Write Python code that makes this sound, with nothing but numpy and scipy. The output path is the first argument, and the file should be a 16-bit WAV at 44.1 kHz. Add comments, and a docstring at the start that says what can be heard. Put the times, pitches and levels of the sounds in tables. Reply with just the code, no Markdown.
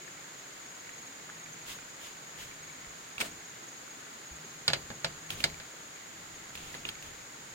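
"""In a forest clearing, a long bamboo pole is slid through the hands and stood against a slatted wall.
The hollow pole knocks on the rails; each knock rattles the bamboo slats and sets the frame humming.
Two soft, bubble-like plips come early; later cane ticks on cane and the pole scrapes on a rail.
Hands rub, and bare feet and the swaying frame make low rumbles.
Behind it a stream washes and bubbles, and crickets trill with their wings."""
import sys
import numpy as np
from scipy import signal
from scipy.fft import rfft, irfft
from scipy.io import wavfile

SR = 44100
rng = np.random.default_rng(int(sys.argv[2]) if len(sys.argv) > 2 else 0)


def inscribe(sig):
    """Save sig as 16-bit PCM at rate SR to the path in sys.argv[1].

    A 1-D sig is mono; a 2-D sig holds one channel per row.
    Samples are clipped to [-1, 1] before scaling.
    """
    pcm = np.round(np.clip(np.atleast_2d(sig).T, -1, 1) * 32767)
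    wavfile.write(sys.argv[1], SR, pcm.astype(np.int16))


N = 332514
TIME = np.arange(N) / SR
HIT_TIME = TIME[:SR // 2]   # half a second, room for one short sound


# the hollow pole's tones: f/Hz, level/dB, fade/s (a fade, or t60, is the time to drop by 60 dB)
POLE_TONES = [(540, -14.5, 0.09), (671, -12.5, 0.17), (833, -12, 0.094), (1432, -7.5, 0.047),
              (1704, 0, 0.034), (2105, -7.5, 0.058), (2330, -2, 0.027), (3390, -5, .018), (3540, 4, 0.029),
              (3910, 5, 0.025), (4210, 11, 0.014), (4805, 6, 0.022), (5020, -4, 0.027), (5500, -6, 0.015),
              (7220, -10, 0.053), (8350, -2, 0.0086), (11040, -8, 0.012), (4100, -15, 0.25),
              (4600, -20, 0.36), (4860, -27, .18), (2280, -22, 0.14), (1400, -30, 0.2)]
# knocks: t/s, level/dB, brightness/dB per octave, hollow boost/dB, favoured f/Hz, frame hum/dB
POLE_KNOCKS = [(3.224, -42, -5, 0, 655, -10), (4.679, -23.5, 1.95, -3.5, 4400, -2),
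               (4.6861, -36, 0, 3, 4200, 8), (4.701, -37, 1, 5, 700, -13),
               (4.7325, -25, 1, -4.5, 1720, -1.5), (4.9021, -40.5, -3.5, -1, 844, -3),
               (5.045, -28, 0.8, 0.5, 570, 5), (5.4396, -24.5, 3.5, 2.5, 2210, 1),
               (5.447, -37.5, -2, -2, 550, -4), (5.599, -46, -0.5, 2, 1700, 6),
               (6.748, -44, -1.5, -4, 550, -5)]

def knocks(hollow_below_hz=3000, shell_db=-4, favour_db=4.5, favour_octaves=0.19):
    """The pole cracks and rings briefly, the slats clack and rattle, and the frame hums on."""
    out = np.zeros((2, N))
    contact = onset(t60=0.0035)
    for start_s, db, tilt_db, hollow_db, favoured_hz, hum_db in POLE_KNOCKS:
        tones = []
        for hz, tone_db, t60 in POLE_TONES:
            # Low tones come from the hollow inside, high ones from the thin shell.
            part_db = hollow_db if hz < hollow_below_hz else shell_db
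            # The spot that is hit favours the tones near one pitch.
            nearness = np.exp(-(np.log2(hz / favoured_hz) / favour_octaves) ** 2)
            tones.append((hz, tone_db + part_db + favour_db * nearness, t60))
        ring = struck(tones, tilt_db)
        slats = from_db(3.5) * clack(tilt_db)
        crack = from_db(-9) * short_hiss(RUB_COLOUR, tilt_db=3)[0] * dying(t60=0.01)
        direct = placed((ring + slats + crack) * contact, pan_db=-2)
        wall = from_db(-2) * rattle(tilt_db) + from_db(hum_db) * frame_thud()
        add(out, start_s, from_db(db) * (direct + wall))
    return out


# colour of the loose slats (how strong each pitch is): f/Hz, level/dB
SLAT_COLOUR = [(40, -27), (140, 4.5), (260, -4), (480, 3), (850, 2.5), (1120, -1), (1800, 1.5), (2500, 2),
               (2950, 2.5), (3500, 0), (4500, 1), (5800, -7.5), (8400, -11.5), (9700, -23), (16000, -33)]

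def clack(tilt_db):
    """The neighbouring slats are jolted all at once."""
    return short_hiss(SLAT_COLOUR, tilt_db)[0] * dying(t60=0.038)


# how long the slats rattle at each pitch: f/Hz, fade/s
RATTLE_FADES = [(80, 0.45), (220, 0.33), (560, 0.19), (1500, 0.13), (4200, 0.11), (10000, 0.063)]

def rattle(tilt_db):
    """The rattle spreads through the whole wall, and its treble dies first."""
    spectrum = rfft(short_hiss(SLAT_COLOUR, tilt_db))
    centres = [hz for hz, _ in RATTLE_FADES]
    out = 0
    for share, (_, t60) in zip(np.eye(len(centres)), RATTLE_FADES):
        band = at_hz(list(zip(centres, share)), frequencies(HIT_TIME))
        out += irfft(spectrum * band, len(HIT_TIME)) * dying(t60)
    return out * onset(t60=0.0053)


# the lashed frame's tones: f/Hz, level/dB, fade/s
FRAME_TONES = [(152, -18.5, 0.052), (81.8, -25.5, 0.5), (157.6, -17, 0.31)]

def frame_thud():
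    """The knocked frame gives a short thud and two low, lingering tones."""
    return struck(FRAME_TONES)


# the tones in a tick: f/Hz, level/dB, fade/s
TICK_TONES = [(1450, -3.5, 0.013), (2356, 4, 0.0052), (2730, 5, 0.026), (3170, 11.5, 0.016),
              (3980, 7.5, .008)]
# two soft, bubble-like plips early on, then cane on cane: t/s, level/dB, spray boost/dB, pitch ratio
RINGING_TICKS = [(.869, -52, -20, 0.71), (.892, -47, -14, 0.69), (1.292, -47.5, -20, 0.4),
                 (1.2985, -46, -20, 0.53), (3.1812, -37.5, -3, 0.84), (3.2111, -33, -4, 0.79),
                 (3.215, -32.5, 1, 0.82), (5.304, -35.5, 4.5, 1.023), (5.4038, -37.5, 1, 0.9),
                 (6.553, -47, 10.5, 0.92), (6.575, -46, -6, 1), (6.742, -45, 0, 0.625),
                 (6.8521, -36, -18, 0.91), (6.889, -36, 1.5, 1), (6.8923, -42, -9, 1.4),
                 (7.025, -54, 13.5, 0.68)]

def ticks():
    """A short ring and a spray of hiss: a soft plip, or a caught edge of cane letting go."""
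    out = np.zeros((2, N))
    for start_s, db, spray_db, pitch in RINGING_TICKS:
        tones = [(hz * pitch, tone_db, t60) for hz, tone_db, t60 in TICK_TONES]
        ring = struck(tones) * onset(t60=0.0023)
        spray = from_db(spray_db - 1) * short_hiss(RUB_COLOUR) * dying(t60=0.041)
        scatter = from_db(-6.5) * short_hiss(RUB_COLOUR, tilt_db=-3.5) * dying(t60=0.061)
        add(out, start_s, from_db(db) * (placed(ring, pan_db=-3.5) + spray + scatter))
    return out


# colour of the scraping: f/Hz, level/dB
RAIL_COLOUR = [(110, -12), (235, 9.5), (380, 2), (680, 3), (1000, 2.5), (2600, 4.5), (4200, 1), (6000, -4),
               (8500, 0), (10500, -9.5), (16000, -9)]
# one drag and one sudden slip: t/s, hold/s, level/dB, fade/s
RAIL_SCRAPES = [(3.19, 0.07, -41.5, .17), (3.201, 0.012, -32.5, 0.036)]

def scrapes(attack_s=0.0025):
    """The pole drags on a rail in many tiny, coarse slips."""
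    effort = sum(from_db(db) * swell(s, hold, attack_s, t60) for s, hold, db, t60 in RAIL_SCRAPES)
    return effort * coloured(grains(per_s=20000, spread_db=2), RAIL_COLOUR)


# colour of hands and clothes rubbing on cane: f/Hz, level/dB
RUB_COLOUR = [(150, -4.5), (900, -0.5), (2000, 3), (3200, 8), (4200, 2), (5200, 0), (8000, -2.5),
              (11000, -6.5), (16000, -5.5)]
# hand strokes: t/s, hold/s, level/dB, brightness/dB per octave, frame sway/dB
HAND_STROKES = [(1.651, 0.041, -43.5, .5, -59), (1.993, 0.049, -48, 0, -66), (2.367, 0.032, -46, 0, -57),
                (5.288, .005, -41.5, -0.5, -47), (5.355, .07, -49.5, 0, -53),
                (6.544, 0.2, -50, -1.5, -55.5), (6.839, .015, -47, -2.5, -59),
                (7.015, 0.031, -53, -1.5, -53.5)]

def rubs():
    """Fine slips under the hands make a hiss that swells once for each stroke."""
    out = np.zeros((2, N))
    friction = from_db(0.8 * drift(per_s=90))   # grips and slackens as the grain passes
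    slips = friction * grains(per_s=22000, spread_db=3)
    for start_s, hold_s, db, tilt_db, _ in HAND_STROKES:
        start = round(start_s * SR)
        stroke = slice(start, start + len(HIT_TIME))
        effort = from_db(db) * swell(start_s, hold_s, attack_s=0.031, t60=0.24)[stroke]
        add(out, start_s, effort * coloured(slips[:, stroke], RUB_COLOUR, tilt_db))
    return out


def frame_sway(knock_sway_db=-27):
    """Every hand stroke and knock sets the frame swaying with a low rumble."""
    pushes = [(s, hold, db) for s, hold, *_, db in HAND_STROKES]
    pushes += [(s, 0, db + knock_sway_db) for s, db, *_ in POLE_KNOCKS]
    power = sum((from_db(db) * swell(s, hold, attack_s=0.03, t60=0.74)) ** 2 for s, hold, db in pushes)
    return np.sqrt(power) * coloured(noise(), RUMBLE_COLOUR)


# moments when the pole leans hardest on the frame: t/s, level/dB
POLE_LEANS = [(.05, -63), (1.5, -61.5), (2.7, -62), (4.4, -63), (5.17, -58), (6.8, -60.5)]

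def frame_hum(fade_db_per_s=29):
    """The frame trembles at its own pitch under the pole's weight."""
    weight = sum(from_db(db - fade_db_per_s * abs(TIME - s)) for s, db in POLE_LEANS)
    hz = FRAME_TONES[-1][0]
    narrow_band = signal.butter(2, [hz - 9, hz + 9], "band", fs=SR, output="sos")
    return weight * rms_one(signal.sosfilt(narrow_band, noise()[0]))


# colour of shuffling feet and the swaying frame: f/Hz, level/dB
RUMBLE_COLOUR = [(20, -8), (40, -3), (85, -0.5), (160, -7), (350, -9), (700, -16.5), (2000, -30)]
# low rumbles of feet shifting, and of the frame swaying as the pole scrapes: t/s, hold/s, level/dB
LOW_RUMBLES = [(2.3, 0.65, -68), (3.197, .02, -56), (6.046, .45, -63), (7.35, .15, -64)]
# bare heels landing: t/s, level/dB, f/Hz, fade/s
HEEL_THUDS = [(2.87, -50, 50, .14), (4.312, -43, 68, 0.17)]

def rumbles_and_heels(floor_db=-73.5):
    """A faint rumble swells as feet shift or the scraped frame sways; heels land with dull thuds."""
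    swells = sum(from_db(db) * swell(s, hold, attack_s=0.1, t60=0.46) for s, hold, db in LOW_RUMBLES)
    out = np.hypot(swells, from_db(floor_db)) * coloured(noise(), RUMBLE_COLOUR)
    for start_s, db, hz, t60 in HEEL_THUDS:
        add(out, start_s, struck([(hz, db, t60)])[None] * onset(t60=0.02))
    return out


# colour of the far crickets: f/Hz, level/dB
CHORUS_COLOUR = [(5900, -39), (6400, -4), (6650, -2), (7150, 0), (7400, -5.5), (7800, -20)]
# near crickets: wing strokes per second, f/Hz, pitch fall in a stroke/Hz, level/dB
NEAR_CRICKETS = [(22, 6640, 395, -57), (19.1, 7090, 326, -64)]

def crickets(unsteady=0.0098, wander_hz=75, uneven_db=2):
    """Each wing stroke is a falling whistle, heard directly and smeared by leaves; a chorus is behind."""
    out = from_db(-53.5) * coloured(noise(), [(5000, -80)] + CHORUS_COLOUR + [(9000, -82)])
    for per_s, hz, fall_hz, db in NEAR_CRICKETS:
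        pace, wander, vigour = drift(per_s=2), drift(per_s=26), drift(per_s=12)
        stroke = np.cumsum(per_s * (1 + unsteady * pace)) / SR % 1   # 0 to 1 in each stroke
        pitch = hz + fall_hz * (0.5 - stroke) + wander_hz * wander
        loudness = np.sin(np.pi * stroke) ** 4 * from_db(uneven_db * vigour)
        song = loudness * np.sin(2 * np.pi * np.cumsum(pitch) / SR)
        leaf_echoes = noise(len(HIT_TIME)) * dying(t60=0.084)
        scattered = rms_one(signal.fftconvolve(song[None], leaf_echoes, axes=1)[:, :N])
        out += from_db(db) * rms_one(scattered + from_db(-3) * rms_one(song))
    return out


# colour of the stream and leaves: f/Hz, level/dB
STREAM_COLOUR = [(25, -22), (80, -15), (125, -1), (215, -3.5), (320, -1.5), (600, -4), (1000, -3.5),
                 (1500, -2.25), (2150, -4), (2700, -6), (4200, -7), (5700, -10), (8300, -13),
                 (10000, -19.5), (16000, -19.5)]
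# the part that comes straight from the left: f/Hz, level/dB against the wash all around
STREAM_FROM_LEFT = [(200, -18), (700, -4), (2000, -4.5), (5000, -15.5), (12000, -12)]

def stream(right_delay_s=0.000476):
    """A steady wash of water, partly from the left, with trickles in it and a low gurgle."""
    hz = frequencies(TIME)
    left = rfft(coloured(noise(), STREAM_COLOUR)[0]) * from_db(at_hz(STREAM_FROM_LEFT, hz))
    right = left * np.exp(-2j * np.pi * hz * right_delay_s)
    direct = irfft(np.array([left, right]), N)
    wash = rms_one(coloured(noise(), STREAM_COLOUR) + direct)
    trickle = from_db(-58.5) * bubbles(low_hz=1280, high_hz=2290, per_s=30, sharpness=15)
    gurgle = from_db(-67) * bubbles(low_hz=177, high_hz=484, per_s=9, sharpness=8.1)[0]
    return from_db(-49) * wash + trickle + gurgle


def bubbles(low_hz, high_hz, per_s, sharpness):
    """Random bubbles ring at a dozen pitches, each pitch louder at some moments than others."""
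    pitches = np.geomspace(low_hz, high_hz, num=12)
    surges = [from_db(3 * drift(per_s=5)) for _ in pitches]
    out = 0
    for hz, surge in zip(pitches, surges):
        pops = surge * grains(per_s, spread_db=4) + 1e-18
        out += signal.lfilter(*signal.iirpeak(hz, sharpness, fs=SR), pops)
    return rms_one(out)


def struck(tones, tilt_db=0):
    """A struck thing rings with fading tones, a little different every time."""
    out = 0
    for k, (hz, db, t60) in enumerate(tones):
        gain = (-1) ** k * from_db(db + tilt_db * octaves(hz) + rng.normal(0, 1))
        pitch = hz * (1 + rng.normal(0, 0.011))
        out += gain * dying(t60) * np.sin(2 * np.pi * pitch * HIT_TIME)
    return out


# how far a nearby sound's wave is ahead on the left: f/Hz, phase/radians
LEFT_LEAD = [(300, 0), (1000, 1), (1700, 1.1), (2200, 1.5), (2700, 1.5), (3300, 4.5), (4100, 3.5),
             (4600, 4.5), (5400, 1.8), (6600, 1.3)]

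def placed(sound, pan_db):
    """A nearby sound differs between left and right; negative pan_db makes the right louder."""
    lead = np.exp(1j * at_hz(LEFT_LEAD, frequencies(sound)))
    left = irfft(rfft(sound) * lead, len(sound))
    fade = np.cos(np.pi / 2 * HIT_TIME / HIT_TIME[-1])
    return np.array([left * from_db(pan_db / 2), sound * from_db(-pan_db / 2)]) * fade


# how alike left and right are for sound from all around: f/Hz, likeness from 0 to 1
SIDE_LIKENESS = [(60, 0.95), (140, 0.92), (300, 0.72), (650, 0.02)]

def coloured(pair, colour, tilt_db=0):
    """Two unrelated signals become left and right with this colour, alike in the bass."""
    hz = frequencies(pair)
    mid, side = rfft(pair)
    alike = np.clip(at_hz(SIDE_LIKENESS, hz), 0, 1)
    both = np.sqrt(1 + alike) * mid + np.sqrt(1 - alike) * side * [[1], [-1]]
    gain = from_db(at_hz(colour, hz) + tilt_db * octaves(hz))
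    return rms_one(irfft(both * gain, pair.shape[-1]))


def short_hiss(colour, tilt_db=0):
    return coloured(noise(len(HIT_TIME)), colour, tilt_db)


def noise(count=N):
    return rng.standard_normal((2, count))


def grains(per_s, spread_db):
    """Tiny random clicks of uneven size."""
    born = rng.random((2, N)) < per_s / SR
    strength, size = rng.standard_normal((2, np.count_nonzero(born)))
    out = np.zeros((2, N))
    out[born] = strength * from_db(spread_db * np.clip(size, -2, 2))
    return out


def drift(per_s):
    """A random wander with about this many turns a second."""
    count = int(per_s * TIME[-1]) + 2
    return rms_one(np.interp(TIME, np.linspace(0, TIME[-1], count), rng.standard_normal(count)))


def swell(start_s, hold_s, attack_s, t60):
    """A volume that rises to 1, holds and dies away."""
    age = TIME - start_s
    rise = np.clip(age / attack_s, 0, 1)
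    return rise * from_db(-60 * np.clip((age - attack_s - hold_s) / t60, 0, 3))


def dying(t60):
    return from_db(-60 * HIT_TIME / t60)


def onset(t60):
    return 1 - dying(t60)


def from_db(db):
    return 10 ** (np.asarray(db) / 20)


def rms_one(x):
    """Scale a signal to an average strength (rms) of 1."""
    return x / np.sqrt(np.mean(x ** 2, axis=-1, keepdims=True) + 1e-20)


def at_hz(points, hz):
    """Read between a table's rows along a musical pitch scale."""
    known_hz, values = np.transpose(points)
    return np.interp(np.log(hz + 1), np.log(known_hz), values)


def frequencies(x):
    return np.fft.rfftfreq(x.shape[-1], 1 / SR)


def octaves(hz):
    """Octaves above the middle of the pole's range."""
    return np.log2(np.maximum(hz, 200) / 2000)


def add(out, start_s, sound):
    start = round(start_s * SR)
    out[:, start:start + sound.shape[-1]] += sound[:, :N - start]


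def scene():
    """The pole, the wall and the feet in front; crickets and stream behind."""
    front = knocks() + ticks() + scrapes() + rubs()
    return front + frame_hum() + frame_sway() + rumbles_and_heels() + crickets() + stream()


def record(dry, cutoff_hz=15950):
    """The very highest treble is cut off steeply."""
    return signal.sosfilt(signal.ellip(12, 0.1, 80, cutoff_hz, fs=SR, output="sos"), dry)


dry = scene()
out = record(dry)
inscribe(out)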